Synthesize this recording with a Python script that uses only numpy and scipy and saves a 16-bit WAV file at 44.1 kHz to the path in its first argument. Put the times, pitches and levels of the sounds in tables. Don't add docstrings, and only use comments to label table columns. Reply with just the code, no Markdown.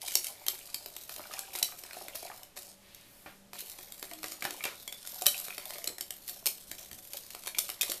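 import sys
import numpy as np
from scipy import signal
from scipy.fft import rfft, irfft
from scipy.io import wavfile

SR = 44100
rng = np.random.default_rng(int(sys.argv[2]) if len(sys.argv) > 2 else 0)


def dump_mix(stems):
    frames = np.atleast_2d(stems).T
    limited = np.clip(frames, -1, 1)
    pcm = np.round(limited * 32767).astype(np.int16)
    wavfile.write(sys.argv[1], SR, pcm)


N = 352800
TIME = np.arange(N) / SR

# start_s, level_db (of the tick), depth (0 bare rim, 1 deep in batter)
STRIKES_AND_TICK = [(0.0818, -35.5, 0.69), (0.119, -38, 0.4), (0.1537, -17, 0.24), (0.244, -31, .1),
                    (0.268, -33, 0.15), (0.465, -32, 0.47), (.483, -21, 0.29), (0.7438, -29.5, 0.36),
                    (0.86, -39, 0.69), (.965, -37, 0.5), (1.0938, -40.5, 0.81), (1.162, -39.5, 0.52),
                    (1.337, -37, 0.57), (1.3917, -32, 0.089), (1.552, -37.5, 0.89), (1.587, -33.5, .1),
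                    (1.6282, -21, 0.091), (1.8365, -42, 0.68), (1.9316, -41.5, 0.67), (2.0826, -40.5, 0.85),
                    (2.154, -48, 1), (2.432, -44, 0.48), (2.566, -47.5, 0.89), (2.5738, -49, 1),
                    (2.947, -46, .1), (3.011, -55, .1), (3.5322, -43.5, 0.9), (3.618, -49, .35),
                    (3.7166, -44.5, 0.25), (3.7885, -47, 0.87), (3.9214, -39, 0.34), (4.0266, -36, 0.76),
                    (4.1125, -45, 0.91), (4.1345, -39.5, 0.52), (4.231, -38.5, 0.77), (4.2417, -37, 0.95),
                    (4.32, -38.5, 0.66), (4.424, -37, 0.76), (4.441, -38, 0.66), (4.451, -33, 1),
                    (4.507, -35.5, 0.68), (4.6385, -32.5, 0.52), (4.6524, -33, 0.69), (4.8771, -36.5, 0.61),
                    (4.925, -39, 0.57), (5.0732, -37.5, 0.44), (5.2207, -30.5, 0.083), (5.259, -27.5, 0.56),
                    (5.2658, -13.5, 0.33), (5.282, -34, 0.19), (5.451, -39, 0.33), (5.4827, -41, 0.88),
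                    (5.5804, -36, 0.78), (5.655, -37.5, 0.26), (5.7058, -39.5, 0.78), (5.783, -40.5, 0.58),
                    (5.8418, -33.5, 0.07), (5.8748, -29, 0.43), (5.983, -39.5, 0.74), (6.009, -30.5, 0.4),
                    (6.106, -33, 0.47), (6.2874, -39, 0.61), (6.458, -26.5, 0.46), (6.465, -21.5, 0.13),
                    (6.4712, -25, 0.44), (6.7145, -36, 0.7), (6.9134, -43.5, 0.7), (6.93, -43, 0.4),
                    (7.1337, -35.5, 0.33), (7.3047, -42, 0.56), (7.3486, -40, 0.86), (7.436, -44.5, 0.64),
                    (7.4611, -40.5, 0.65), (7.4715, -35.5, 0.76), (7.4765, -35, 0.74), (7.585, -24, 0.39),
                    (7.589, -22.5, 0.2), (7.691, -37, 0.83), (7.7, -32.5, 0.31), (7.8114, -24, 0.19),
                    (7.8179, -25.5, 0.15), (7.831, -30, 0.73), (7.918, -29, 0.56)]
# pitch_hz, level_db (relative), t60_s
BLADE_MODES = [(2337, -13.5, 0.088), (3112, -0.5, 0.037), (3810, 4, 0.022), (4480, 5.5, 0.03),
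               (5420, 4, 0.056), (7230, 7, 0.015), (8680, 5.5, 0.028), (12010, 9, 0.036),
               (12370, 21, 0.0048), (14040, 12, 0.018)]
# pitch_hz, level_db (relative), t60_s
BOWL_MODES = [(365.6, -0.5, 0.13), (568.3, -4.5, 0.16), (651, 7, 0.025), (726, 2, 0.11), (1270, 5, 0.024),
              (2245, 19.5, 0.006)]
RIM_RING_DB, DEEP_RING_DB, RIM_KNOCK_DB, DEEP_KNOCK_DB = -9, -2, -28, 2
TOUCHES_PER_S, TOUCH_DB, TOUCH_DEPTH = 9, 2.5, 0.72


def clicks(contact_s=0.0025, tick_ring=0.4, blade_ring=1.36, bowl_ring=0.7, grit=0.99):
    out, t = np.zeros(N), TIME[:SR // 12]
    contact = (1 - np.exp(-t / 0.00045)) * np.exp(-(t / contact_s) ** 2)
    touches = []
    for s, db, _, u in by_chance(TOUCHES_PER_S, stirring(1)):
        touches.append((s, db + TOUCH_DB, TOUCH_DEPTH * u))
    for s, db, depth in STRIKES_AND_TICK + touches:
        chatter = rng.standard_normal(len(t))
        crack = burst(np.sign(chatter) * np.abs(chatter) ** grit * contact)
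        blade = burst(ring(BLADE_MODES, t, scatter_db=5.5, detune=0.038) * np.exp(-t / 0.01))
        bowl = burst(ring(BOWL_MODES, t, scatter_db=2.0, detune=0.017))
        tick = burst(band(crack + tick_ring * blade, 5200, 17500))
        body = burst(band(crack + blade_ring * blade, 2370, 4690, order=3))
        low_crack = burst(band(crack, 298, 2530, order=3))
        knock = burst(low_crack + bowl_ring * bowl)
        ring_db = RIM_RING_DB + depth * (DEEP_RING_DB - RIM_RING_DB)
        knock_db = RIM_KNOCK_DB + depth * (DEEP_KNOCK_DB - RIM_KNOCK_DB)
        click = tick + undb(ring_db) * body + undb(knock_db) * knock
        add(out, s, undb(db) * click)
    return out


# start_s, pitch_hz, level_db, t60_s
SINGING_MODES = [(0.155, 4550, -31, 0.0068), (0.483, 366, -50.5, .13), (0.745, 4470, -38.5, 0.04),
                 (1.6269, 3970, -27.5, 0.027), (1.6284, 5620, -24, 0.011), (1.628, 2970, -35, 0.029),
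                 (4.878, 3360, -41.5, 0.068), (4.926, 3495, -42.5, 0.056), (5.265, 3890, -23, 0.012),
                 (5.268, 580, -38.5, .1), (5.266, 2295, -36, 0.036), (5.876, 374, -50, .15),
                 (5.874, 4140, -33, 0.018), (5.875, 7770, -35, 0.017), (7.8109, 2505, -31, 0.036),
                 (7.811, 3640, -30.5, 0.059)]


def pings():
    out, t = np.zeros(N), TIME[:SR // 4]
    for s, hz, db, t60 in SINGING_MODES:
        add(out, s, undb(db) * burst(ring([(hz, 0, t60)], t, scatter_db=0, detune=0)))
    return out


# pitch_hz, level_db (relative)
FRICTION_SPECTRUM = [(650, -24), (1500, -4.5), (2400, -4), (4000, 4.5), (6500, 3.5), (10000, 3.5),
                     (13500, 4)]
GRIP_DB, GRIP_HZ = 2.8, 28
DRAG_DB = 0


def scraping(slip_s=0.002, blade_ring=0.47):
    slips_per_s, spread_db, drag, damped_s = 430, 4.8, .17, .0028
    t = TIME[:SR // 40]
    slips = signal.fftconvolve(np.abs(grains(slips_per_s, spread_db)), np.exp(-t / slip_s))[:N]
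    rasp = (unit(slips) + drag) * rng.standard_normal(N)
    friction = unit(colour(rasp, FRICTION_SPECTRUM))

    def damped_blade():
        return ring(BLADE_MODES, t, scatter_db=6.0, detune=0.055) * np.exp(-t / damped_s)

    rung = moving_ring(friction, damped_blade, count=64)
    grip = undb(GRIP_DB * wander(GRIP_HZ))
    effort = np.hypot(firm_strokes(), undb(DRAG_DB) * stirring(1))
    return unit((friction + blade_ring * rung) * grip) * effort


# start_s, length_s, level_db (before the pressure envelope)
WALL_STROKES = [(0.066, 0.23, -53), (0.236, 0.11, -45.5), (1.08, 0.21, -50.5), (1.302, 0.16, -50),
                (1.533, 0.09, -41.5), (1.94, 0.14, -49.5), (2.146, 0.11, -47), (2.214, 0.24, -53.5),
                (2.558, 0.2, -51), (3.54, 0.19, -50), (4.02, 0.12, -50.5), (4.238, 0.13, -46),
                (5.037, 0.31, -46), (5.342, 0.11, -41), (5.582, 0.32, -49), (6.278, 0.14, -48),
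                (6.781, 0.076, -44.5), (7.137, 0.068, -48), (7.47, 0.05, -45), (7.64, 0.15, -47.5),
                (7.861, 0.099, -41)]


def firm_strokes():
    out = np.zeros(N)
    for s, length_s, db in WALL_STROKES:
        add(out, s, undb(db) * pressure(length_s))
    return out


def pressure(length_s, rise=0.0074, fall=0.36, sag_db=-3):
    u = np.linspace(0, 1, int(max(length_s, .02) * SR))
    bite = np.clip(u / rise, 0, 1)
    leave = np.clip((1 - u) / fall, 0, 1)
    return bite * leave * undb(sag_db * (u - 1.0))


# (of the batter, before CHURN_DB is added)
STIRRING_BOUTS = [
    [(0.0, -36.5, -49.5), (0.15, -42.5, -66), (0.29, -54.5, -57.5), (0.6, -52.5, -59.5), (1.07, -53, -65.5),
     (1.36, -53.5, -49), (1.49, -58, -54), (1.82, -48.5, -61), (2.18, -63, -56), (2.41, -59, -60),
     (2.72, -95, -96)],
    [(3.53, -58, -51), (3.73, -51, -59.5), (4.08, -55.5, -70), (4.44, -53, -57), (4.68, -50, -53.5),
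     (4.82, -52.5, -70), (4.96, -50, -67), (5.27, -44, -65), (5.43, -44, -57.5), (5.87, -71, -50.5),
     (6.14, -53, -88), (6.97, -53.5, -72), (7.6, -50.5, -63), (7.79, -59.5, -61), (8.0, -48, -50.5)],
]
START_STOP_S = 0.029


def stirring(column):
    out = np.zeros(N)
    for bout in map(np.array, STIRRING_BOUTS):
        to_nearest_end = np.minimum(TIME - bout[0, 0], bout[-1, 0] - TIME)
        moving = np.clip(to_nearest_end / START_STOP_S, 0, 1)
        out += moving * undb(np.interp(TIME, bout[:, 0], bout[:, column]))
    return out


CHURN_DB, STROKE_CHURN_DB = 0.5, -15


def batter():
    effort = np.hypot(undb(STROKE_CHURN_DB) * firm_strokes(), undb(CHURN_DB) * stirring(2))
    return churning(effort) + plops(effort)


# pitch_hz, level_db (relative)
CHURN_SPECTRUM = [(120, -18), (330, -8), (650, -3.5), (1100, -0.5), (1700, -3), (2400, 9.5), (4000, 11),
                  (9000, 10)]


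def churning(effort, count=2600, churn_ring=0.51):
    spread_db, smear = 4.8, .5
    small, t = np.zeros(N), TIME[:SR // 6]
    for when, pitch, size, length in rng.random((count, 4)):
        db = spread_db * min(-np.log(1 - size), 3)
        pocket = bubble(400 * 8 ** pitch, cycles=0.66 + 1.04 * length, glide=0.21)
        add(small, when * N / SR, undb(db) * pocket)
    squelch = unit(small) + smear * rng.standard_normal(N)
    churn = unit(colour(squelch, CHURN_SPECTRUM)) * effort
    return churn + churn_ring * moving_ring(churn, lambda: ring(BOWL_MODES, t, scatter_db=3.0, detune=0.03))


# start_s, pitch_hz (at opening), level_db (before the bowl adds its ring)
LARGE_POCKETS = [(1.1946, 560, -43.5), (1.239, 2150, -48), (1.3104, 1130, -48), (1.434, 1450, -49.5),
                 (1.6174, 640, -43), (1.7227, 1160, -46.5), (1.9094, 2240, -44), (1.944, 810, -50),
                 (1.968, 634, -45), (2.0118, 730, -47), (2.013, 374, -48.5), (2.148, 615, -49.5),
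                 (2.2284, 710, -45), (2.229, 394, -46.5), (2.253, 640, -46.5), (2.3, 770, -46),
                 (2.3157, 1190, -45.5), (4.1142, 620, -45), (4.423, 2100, -33), (4.607, 2120, -42),
                 (4.641, 2500, -31.5), (5.2191, 666, -40), (5.3439, 2520, -39.5), (5.505, 2300, -40),
                 (6.426, 570, -53), (7.1438, 756, -44), (7.548, 2150, -37.5), (7.5716, 900, -47),
                 (7.895, 484, -45)]
POCKETS_PER_S, POCKET_DB, POCKET_HZ, POCKET_SPREAD_OCT = 6, 3, 1010, 0.664


def plops(effort, plop_ring=0.93, wet_smack=0.77):
    out, t = np.zeros(N), TIME[:SR // 6]
    pockets = []
    for s, db, z, _ in by_chance(POCKETS_PER_S, effort):
        pockets.append((s, POCKET_HZ * 2 ** (POCKET_SPREAD_OCT * z), db + POCKET_DB))
    for s, hz, db in LARGE_POCKETS + pockets:
        pocket = burst(bubble(hz, cycles=2.6 * np.sqrt(hz / 700), glide=0.12))
        tear = rng.standard_normal(len(pocket)) * np.exp(-t[:len(pocket)] / 0.0024)
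        smack = burst(band(tear, hz / 2, hz * 1.63))
        pop = burst(pocket + wet_smack * smack)
        add(out, s, undb(db) * in_bowl(pop, plop_ring * min(1, 900 / hz)))
    return out


def bubble(hz, cycles, glide):
    t = TIME[:SR // 50]
    age = t * hz / cycles
    opening = 1 - np.exp(-t / 0.00042)
    phase = 2 * np.pi * hz * np.cumsum(1 + glide * (1 - np.exp(-age))) / SR
    return np.sin(phase) * np.exp(-age) * opening


def in_bowl(x, share, detune=0.012):
    answer = ring(BOWL_MODES, TIME[:SR // 6], scatter_db=4.0, detune=detune)
    hollow = signal.fftconvolve(x, answer)[:len(x)]
    return x + share * np.std(x) * unit(hollow)


# start_s, length_s, level_db (mid-swish), lowest_hz, highest_hz (at most 21950)
TISSUE_SWISHES = [(2.805, 0.29, -66.5, 1900, 5200), (2.75, 0.69, -60.5, 970, 20600),
                  (3.06, 0.31, -60, 10200, 22000)]


def paper(crinkles_per_s=900, spread_db=2):
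    out = np.zeros(N)
    rustle = unit(grains(crinkles_per_s, spread_db)) + 2 * rng.standard_normal(N)
    for s, length_s, db, lo_hz, hi_hz in TISSUE_SWISHES:
        u = np.clip((TIME - s) / length_s, 0, 1)
        swell = 2 * np.sqrt(u * (1 - u))
        out += undb(db) * unit(band(rustle, lo_hz, hi_hz)) * swell
    return out


# start_s, level_db, pitch_hz (sets the edges of the band)
DULL_THUDS = [(3.261, -47, 1000), (4.424, -45, 1150), (4.451, -41, 1400), (4.654, -37, 1600),
              (5.269, -62, 110), (6.689, -59.5, 80), (6.912, -57, 90)]
# pitch_hz, level_db (relative), t60_s
THUD_MODES = [(70, 13, 0.14), (126, 6.5, 0.093), (222, -1, 0.055), (577, -2, 0.086), (760, 8, 0.073),
              (1866, 9, .04), (2360, 4, 0.06)]


def thuds():
    scatter_db, ring_share = 3, .8
    out, t = np.zeros(N), TIME[:SR // 4]
    for s, db, hz in DULL_THUDS:
        thump = band(rng.standard_normal(len(t)) * np.exp(-t / 0.036), hz / 4.8, hz * 2.64)
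        modes = band(ring(THUD_MODES, t, scatter_db=scatter_db, detune=0.045), hz / 4.0, hz * 3.0)
        blow = unit(thump) + ring_share * unit(modes)
        add(out, s, undb(db) * blow / np.std(blow[:SR // 50]))
    return out


# start_s, pitch_hz, level_db
BOWL_GROAN = [(4.1, 316, -82), (4.16, 316, -61.5), (4.4, 311.6, -73), (4.52, 298, -57), (4.62, 286, -95)]


def groan():
    s, hz, db = np.transpose(BOWL_GROAN)
    phase = 2 * np.pi * np.cumsum(np.interp(TIME, s, hz)) / SR
    sounding = (TIME > s[0]) * (TIME < s[-1])
    return np.sqrt(2) * np.sin(phase) * undb(np.interp(TIME, s, db)) * sounding


def kitchen(x, count=4, turns_per_s=1.1):
    place = count * turns_per_s * TIME
    out = x
    for k in range(count):
        distance = np.abs((place - k + count / 2) % count - count / 2)
        share = np.sqrt(np.clip(1 - distance, 0, 1))
        out = out + signal.oaconvolve(x * share, reflections())[:N]
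    return out


def reflections(t60_s=0.26, treble_t60_s=0.26, wet_db=-7, echo_s=0.016, echo_db=-14):
    t = TIME[:SR // 2]
    noise = rng.standard_normal((3, len(t)))
    fade = -np.log(1000) * t
    tail = band(noise[0], 120, 5600) * np.exp(fade / t60_s)
    tail += band(noise[1], 6650, 17200) * np.exp(fade / treble_t60_s)
    tail *= np.clip((t - .003) / 0.00016, 0, 1)
    echo = noise[2] * (t > echo_s) * np.exp(-np.abs(t - echo_s) / 0.0027)
    return undb(wet_db) * tail / np.linalg.norm(tail) + undb(echo_db) * echo / np.linalg.norm(echo)


# pitch_hz, level_db (relative)
AIR_SPECTRUM = [(20, 4), (45, -3), (100, -2.5), (200, -4.5), (400, -6), (700, -7), (1300, -13.5),
                (3000, -15), (14000, -19.5)]
# start_s, level_db
HUM_LEVEL = [(2.4, -88), (2.75, -65.5), (3.05, -80.5), (3.42, -62.5), (3.7, -73.5), (6, -74.5)]
AIR_DB, HUM_HZ, WHINE_HZ, WHINE_DB = -61, 195, 571, -74


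def background(waver=0.0121, whine_waver=0.005):
    drift = wander(13.4)
    hum = np.sqrt(2) * np.sin(2 * np.pi * np.cumsum(HUM_HZ * (1 + waver * drift)) / SR)
    whine = np.sqrt(2) * np.sin(2 * np.pi * np.cumsum(WHINE_HZ * (1 + whine_waver * drift)) / SR)
    air = unit(colour(rng.standard_normal(N), AIR_SPECTRUM))
    return undb(AIR_DB) * air + undb(curve(HUM_LEVEL)) * hum + undb(WHINE_DB) * whine


def ring(modes, t, scatter_db, detune):
    hz, db, t60 = np.transpose(modes)[:, :, None]
    weight, shift, phase = rng.standard_normal((3, len(modes), 1))
    waves = np.sin(2 * np.pi * (hz * (1 + detune * shift) * t + phase))
    decay = np.exp(-np.log(1000) * t / t60)
    return np.sum(undb(db + scatter_db * weight) * waves * decay, axis=0)


def moving_ring(x, answer, count=40):
    out, hop = np.zeros(N), N // count
    for start in range(0, N, hop):
        i = np.arange(max(start - hop, 0), min(start + hop, N))
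        window = np.cos(np.pi / 2 * (i - start) / hop)
        add(out, TIME[i[0]], signal.fftconvolve(x[i] * window, unit(answer())))
    return out * np.std(x) / np.std(out)


def by_chance(per_s, gain, count=120):
    draws, normal = rng.random((count, 3)), rng.standard_normal(count)
    moments = []
    for (when, keep, u), z in zip(draws, normal):
        here = gain[int(when * N)]
        if keep * count < per_s * N / SR and here > 0:
            moments.append((when * N / SR, 20 * np.log10(here), z, u))
    return moments


def grains(per_s, spread_db):
    chance, size = rng.random(N), rng.standard_normal(N)
    height = undb(spread_db * np.minimum(size ** 2 / 2, 3.5))
    return (chance < per_s / SR) * np.sign(size) * height


def wander(rate_hz):
    return unit(colour(rng.standard_normal(N), [(rate_hz, 0), (5 * rate_hz, -75)]))


def colour(x, points):
    hz, db = np.transpose(points)
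    f = np.arange(len(x) // 2 + 1) * SR / len(x)
    gain = undb(np.interp(np.log(f + 1), np.log(hz), db))
    return irfft(rfft(x) * gain, len(x))


def band(x, lo_hz, hi_hz, order=2):
    edges = [lo_hz, min(hi_hz, SR / 2 - 100)]
    return signal.sosfilt(signal.butter(order, edges, "band", fs=SR, output="sos"), x)


def undb(db):
    return 10 ** (np.asarray(db) / 20)


def unit(x):
    return x / np.sqrt(np.mean(x ** 2) + 1e-20)


def burst(x):
    return x / np.sqrt(np.mean(x[:SR // 200] ** 2) + 1e-20)


def curve(points):
    return np.interp(TIME, *np.transpose(points))


def add(track, s, x):
    i = int(np.clip(s * SR, 0, N - 1))
    track[i:i + len(x)] += x[:N - i]


def scene():
    clicks_and_scrapes = clicks() + pings() + scraping()
    others = batter() + paper() + thuds() + groan()
    return (kitchen(clicks_and_scrapes + others) + background())[None]


def record(dry):
    top_hz = 14200
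    rounded = .7 * np.tanh(dry / .7)
    return signal.sosfilt(signal.ellip(10, .2, 70, top_hz, fs=SR, output="sos"), rounded)


dry = scene()
out = record(dry)
dump_mix(out)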